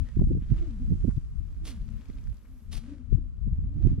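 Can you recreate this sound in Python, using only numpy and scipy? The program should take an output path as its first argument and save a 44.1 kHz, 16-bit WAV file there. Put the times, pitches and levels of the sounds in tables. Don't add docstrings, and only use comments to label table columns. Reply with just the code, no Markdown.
import sys
import numpy as np
from scipy import signal
from scipy.fft import rfft, irfft
from scipy.io import wavfile
from scipy.ndimage import uniform_filter1d

SR = 44100
rng = np.random.default_rng(int(sys.argv[2]) if len(sys.argv) > 2 else 0)


def transcribe(signal):
    frames = np.atleast_2d(signal).T
    limited = np.clip(frames, -1, 1)
    pcm = np.round(limited * 32767).astype(np.int16)
    wavfile.write(sys.argv[1], SR, pcm)


N = 176400
T = np.arange(N) / SR
F = np.maximum(np.arange(N // 2 + 1) * SR / N, 1)


def undb(db):
    return 10 ** (np.asarray(db) / 20)


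def unit(x):
    return x / np.sqrt(np.mean(x ** 2))


def curve(rows, column=1):
    rows = np.array(rows)
    return np.interp(T, rows[:, 0], rows[:, column])


def colour(x, rows, column=1):
    rows = np.array(rows)
    gain_db = np.interp(np.log(F), np.log(rows[:, 0]), rows[:, column])
    return irfft(rfft(x) * undb(gain_db), N)


def pair(x, likeness):
    mid = np.sqrt(1 + likeness) * x[0]
    side = np.sqrt(1 - likeness) * x[1]
    return np.array([mid + side, mid - side]) / np.sqrt(2)


def noise(likeness):
    return pair(rng.standard_normal((2, N)), likeness)


def place(x, pan_db, lag_s=4e-5):
    left, right = x * undb([[pan_db / 2], [-pan_db / 2]])
    return np.array([irfft(rfft(left) * np.exp(-2j * np.pi * F * lag_s), N), right])


def steady(x, seconds):
    return x / np.sqrt(uniform_filter1d(abs(x) ** 2, int(seconds * SR)) + 1e-12)


def whistle(hz, width_hz):
    real, imag = irfft(rfft(rng.standard_normal((2, N))) / np.sqrt(1 + (F / width_hz) ** 4), N)
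    wander = steady(real + 1j * imag, seconds=0.08)
    phase = 2 * np.pi * np.cumsum(np.broadcast_to(hz, N)) / SR
    return np.sqrt(2) * (wander * np.exp(1j * phase)).real


def grains(per_s, spread_db):
    hits = rng.random((2, N)) < per_s / SR
    clicks = hits * rng.standard_normal((2, N))
    return unit(clicks * undb(spread_db * np.minimum(rng.exponential(size=(2, N)), 5)))


def field():
    # frequency in Hz, gain in dB.
    air_colour = [(100, 9.5), (300, 18), (500, 6.5), (800, -0.5), (1200, 4.5), (1800, -15.5), (3000, -22),
                  (6000, -17.5), (10000, -17), (15000, -30.5)]
    hiss_colour = [(1000, -31), (3000, -4), (5000, 5.5), (7400, 5.5), (8300, 3.5), (9500, 2.5),
                   (11000, -1.5), (12500, -7.5), (14000, -12.5)]
    # time in seconds, level in dB.
    hiss_level = [(0, -79), (.3, -76), (.38, -80), (.6, -79), (1.12, -71.5), (1.3, -80), (1.6, -79),
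                  (2.1, -77.5), (2.4, -80), (2.9, -77), (3.1, -92), (4, -95.5)]
    buzz_level = [(1.2, -88.5), (2.3, -82), (2.66, -78), (2.71, -102)]
    air = unit(colour(noise(likeness=0.53), air_colour)) * undb(-69)
    hiss = unit(colour(noise(likeness=0.17), hiss_colour)) * undb(curve(hiss_level))
    throb = 1 + 0.27 * whistle(hz=71, width_hz=71)
    buzz = pair([whistle(hz=11800, width_hz=1150) for _ in range(2)], likeness=0.3)
    return air + place(hiss, pan_db=1) + buzz * throb * undb(curve(buzz_level))


def wind(flutter_db=2):
    # time in seconds, left and right level in dB.
    swells = [(0, -16.5, -44), (.2, -65, -21.5), (.32, -20.5, -30.5), (.43, -32, -30.5), (.58, -27.5, -24),
              (.71, -33.5, -38), (.9, -23, -28.5), (1.15, -34.5, -27.5), (1.28, -35, -37),
              (1.4, -29.5, -48), (1.58, -39, -33.5), (1.72, -37.5, -34), (1.93, -28.5, -44),
              (2.02, -40.5, -42), (2.12, -42.5, -38), (2.3, -34, -30), (2.4, -49.5, -48),
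              (2.66, -40.5, -46.5), (2.77, -28, -50), (2.84, -36.5, -46), (3.0, -40.5, -57),
              (3.16, -22, -34), (3.33, -39, -42), (3.48, -24, -37), (3.72, -32, -32), (3.87, -26, -19),
              (4, -49, -41.5)]
    # frequency in Hz, gain in dB.
    rumble_colour = [(10, -39.5), (25, -2), (42, 3), (80, -4), (125, -12.5), (180, -19.5), (260, -32),
                     (400, -48.5), (800, -93.5)]
    level_db = np.array([curve(swells, column=1), curve(swells, column=2)])
    level_db += flutter_db * whistle(hz=0, width_hz=8)
    rumble = steady(colour(noise(likeness=0), rumble_colour), seconds=0.23)
    return rumble * undb(level_db)


def eddies(size=8192):
    # centre and half-width in seconds, left and right gain in dB,
    # corner in Hz. Body and core each scale the width, gains and corner.
    buffets = [(0.172, 0.0038, -12.5, -16.5, 211), (0.196, 0.0052, -10, -39, 188),
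               (0.219, 0.0073, -21, -20, 347), (0.243, 0.0089, -16.5, -25, 176),
               (0.273, 0.0075, -20.5, -21, 170), (0.313, 0.024, -28.5, -21, 246),
               (0.351, 0.003, -17.5, -22, 252), (.374, 0.026, -36.5, -26.5, 237),
               (0.424, 0.012, -51, -30, 191), (0.523, 0.016, -39, -14.5, 208),
               (0.921, 0.026, -43, -19, 229), (1.05, 0.0075, -36.5, -16.5, 273.6),
               (1.084, 0.0088, -36, -15.5, 270), (1.179, 0.0062, -18, -28, 179),
               (1.407, 0.0022, -28, -29, 201), (2.098, 0.0065, -40.5, -24.5, 187.1),
               (2.305, 0.016, -36.5, -35.5, 131), (2.772, 0.0074, -22, -57, 70.57),
               (3.128, 0.0037, -13.5, -26.5, 215.1), (3.149, 0.007, -9.5, -33.5, 120),
               (3.186, 0.018, -36.5, -34, 230), (3.476, 0.006, -29.5, -27.5, 249),
               (3.532, 0.011, -20.5, -26, 152.5), (3.588, .012, -41, -25, 184),
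               (3.65, 0.035, -28, -32, 137.8), (3.78, 0.022, -37, -24, 179.4),
               (3.853, 0.011, -32.5, -17, 221.2), (3.871, 0.015, -31.5, -16, 225),
               (3.92, 0.015, -21, -16, 196), (3.984, 0.013, -26, -25.5, 205)]
    out = np.zeros((2, N + 2 * size))
    t = (np.arange(size) - size // 2) / SR
    f = np.arange(size // 2 + 1) * SR / size

    def puff(half_width_s, corner_hz):
        envelope = np.exp(-0.5 * (t / half_width_s) ** 2)
        burst = pair(rng.standard_normal((2, size)), likeness=0.33) * envelope
        low_cut = f / np.hypot(f, 0.24 * corner_hz)
        high_cut = np.exp(-(f / corner_hz) ** 1.79)
        thud = irfft(rfft(burst) * low_cut * high_cut)
        return thud * np.sqrt(np.sum(envelope ** 2) / np.sum(thud ** 2, axis=1, keepdims=True))

    for at, half_width_s, left_db, right_db, corner_hz in buffets:
        body = undb(-2) * puff(half_width_s, 0.78 * corner_hz)
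        core = undb(-0.5) * puff(0.27 * half_width_s, 1.065 * corner_hz)
        i = int(at * SR) + size // 2
        out[:, i:i + size] += (body + core) * undb([[left_db], [right_db]])
    return out[:, size:size + N]


def squeak(at_s=0.084, half_width_s=0.026):
    envelope = np.exp(-((T - at_s) / half_width_s) ** 2)
    return place(whistle(hz=1880, width_hz=48) * envelope * undb(-63.5), pan_db=1)


def scrapes(half_band_octaves=0.71):
    # centre and half-width in seconds, level in dB, band centre in Hz.
    rubs = [(.43, 0.019, -68, 2190), (1.027, 0.0075, -67.5, 1430), (1.109, .009, -60.5, 1160),
            (1.167, 0.0077, -70.5, 3310), (2.456, 0.012, -72, 1720), (3.139, 0.021, -72, 2296)]
    out = np.zeros(N)
    for at, half_width_s, db, hz in rubs:
        band = 1 / (1 + (np.log2(F / hz) / half_band_octaves) ** 4)
        friction = unit(irfft(rfft(rng.standard_normal(N)) * band, N))
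        out += friction * undb(db) * np.exp(-((T - at) / half_width_s) ** 2)
    return place(out, pan_db=7)


def crackle(start_s=1.87, length_s=0.57, count=28, size=256):
    low_hz, high_hz, decay_cycles = 2650, 13010, 1.4
    out, t = np.zeros(N), T[:size]
    for k, (jitter, pitch, softness) in enumerate(rng.random((count, 3))):
        hz = low_hz * (high_hz / low_hz) ** pitch
        snap = np.sin(2 * np.pi * hz * t) * np.exp(-t * hz / decay_cycles)
        i = int((start_s + length_s * (k + jitter) / count) * SR)
        out[i:i + size] += undb(-53 - 11 * softness) * snap
    return place(out, pan_db=16.5)


def ticks(knock_hz=786, top_hz=8000, boost_db=4, size=4096):
    # start in seconds, peak in dB before the boost and panning,
    # decay in seconds, resonance in Hz.
    cracks = [(.088, -53, 0.0015, 1370), (0.1951, -51, 0.0053, 790), (0.3293, -56, 0.0011, 2480),
              (0.5881, -53, 0.00063, 2900), (0.709, -59, 0.0021, 3400), (1.8178, -59.5, 0.0007, 3500),
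              (2.011, -58.5, 0.00097, 2378), (2.0563, -55, 0.0008, 2300), (2.0991, -54.5, 0.0012, 2000),
              (2.1852, -55.5, 0.0017, 2460), (2.2725, -53.5, 0.00078, 1030)]
    out = np.zeros(N)
    for start, db, decay, hz in cracks:
        burst = rng.standard_normal(size) * np.exp(-T[:size] / decay)
        ring = signal.lfilter(*signal.iirpeak(hz, Q=3, fs=SR), burst)
        knock = signal.lfilter(*signal.iirpeak(knock_hz, Q=3, fs=SR), burst)
        tick = signal.lfilter(*signal.butter(1, top_hz, fs=SR), ring + undb(1) * knock)
        i = int(start * SR)
        out[i:i + size] += undb(db + boost_db) * tick / abs(tick).max()
    return place(out, pan_db=8.5)


def grass(sag_db_per_s=49, release_s=0.0096, tail_s=0.074, tail_db=-11.5):
    # start and hold in seconds, gain in dB, attack in seconds.
    sweeps = [(1.639, 0.035, -47.5, 0.035), (2.711, 0.053, -48, 0.017)]
    # frequency in Hz, left and right gain in dB.
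    stalk_colour = [(202.9, 3.5, 11.5), (545, -4.5, -3), (1000, -8.5, -4), (1790, -5.5, -4.5),
                    (3320, -1, 0), (5170, -3, -1.5), (6548, -7.5, -5), (7800, -5, -20), (8400, -14, -8),
                    (8700, -6, 1.5), (10060, -13, -2), (11200, -18, -6), (12900, -18, -12),
                    (15500, -26.5, -20)]
    envelope = np.zeros(N)
    for start, hold, db, attack in sweeps:
        age = np.maximum(T - start, 0)
        rise = np.minimum(age / attack, 1)
        sag_db = sag_db_per_s * np.clip(age - attack, 0, hold)
        after = np.maximum(age - attack - hold, 0)
        release = np.exp(-after / release_s) + undb(tail_db) * np.exp(-after / tail_s)
        envelope += undb(db - sag_db) * rise * release
    left, right = pair(grains(per_s=4200, spread_db=1.5), likeness=0.85)
    rustle = np.array([colour(left, stalk_colour, column=1), colour(right, stalk_colour, column=2)])
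    return place(unit(rustle) * envelope, pan_db=1.5)


def rope_rush():
    # time in seconds, level in dB.
    rush_level = [(0, -65), (.08, -62.5), (.22, -69.5), (.38, -71), (.47, -66), (.57, -59), (.68, -62.5),
                  (.77, -67), (1.08, -67.5), (1.25, -72), (1.62, -70), (1.72, -59.5), (1.82, -68.5),
                  (2.02, -64), (2.2, -66), (2.4, -70.5), (2.68, -72.5), (2.82, -65.5), (2.9, -61.5),
                  (3.02, -73), (3.35, -76.5), (3.74, -74), (3.89, -61), (3.96, -68), (4, -73)]
    # frequency in Hz, gain in dB.
    rush_colour = [(200, 6.5), (500, 5.5), (800, -2), (1300, 2), (2600, -2.5), (4000, -7), (7000, -12.5),
                   (10000, -19.5), (15000, -45)]
    air = noise(likeness=0.45)
    creaks = undb(-5.5) * pair(grains(per_s=600, spread_db=4.5), likeness=0.71)
    rush = unit(colour(air + creaks, rush_colour))
    return place(rush * undb(curve(rush_level)), pan_db=2)


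def rope_hum(cruise_hz=254, octave_db_per_hz=0.1054):
    # time in seconds, pitch in Hz.
    tip_pitch = [(0, 254.7), (.14, 215), (.45, 249.8), (.6, 338.8), (.67, 316.8), (.78, 179.1),
                 (.81, 250.2), (.95, 195), (1.55, 304), (1.67, 312.5), (1.75, 215), (1.82, 152.3),
                 (1.87, 220.7), (1.99, 216.8), (2.1, 295.3), (2.26, 195.3), (2.52, 247.8), (2.66, 222),
                 (2.81, 215), (2.92, 285.4), (3.03, 240), (3.15, 285), (3.4, 214.5), (3.68, 254.9),
                 (3.85, 349), (4, 232.2)]
    # time in seconds, level in dB.
    hum_level = [(0, -44.5), (.12, -60), (.5, -61), (.61, -47.5), (.71, -46), (.78, -43), (.82, -41),
                 (.88, -47), (1.3, -82), (1.5, -71), (1.68, -52.5), (1.78, -46.5), (1.84, -54.5),
                 (1.89, -48.5), (2.0, -51.5), (2.07, -66.5), (2.2, -51.5), (2.38, -67), (2.53, -58),
                 (2.66, -60.5), (2.81, -52), (2.89, -43.5), (2.98, -46.5), (3.07, -56), (3.26, -53.5),
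                 (3.34, -71), (3.65, -55), (3.83, -47.5), (4, -48)]
    hz = curve(tip_pitch)
    tip = whistle(hz, width_hz=13)
    inner = undb(-9) * whistle(0.75 * hz, width_hz=49)
    octave_db = -26.5 + octave_db_per_hz * (hz - cruise_hz)
    octave = undb(octave_db) * whistle(2 * hz, width_hz=61)
    return place((tip + inner + octave) * undb(curve(hum_level)), pan_db=0.8)


def scene():
    lasso = rope_hum() + rope_rush() + squeak() + scrapes() + crackle() + grass() + ticks()
    return lasso + wind() + eddies() + field()


def record(dry):
    return signal.sosfilt(signal.ellip(8, 0.2, 70, 15700, fs=SR, output="sos"), dry)


dry = scene()
out = record(dry)
transcribe(out)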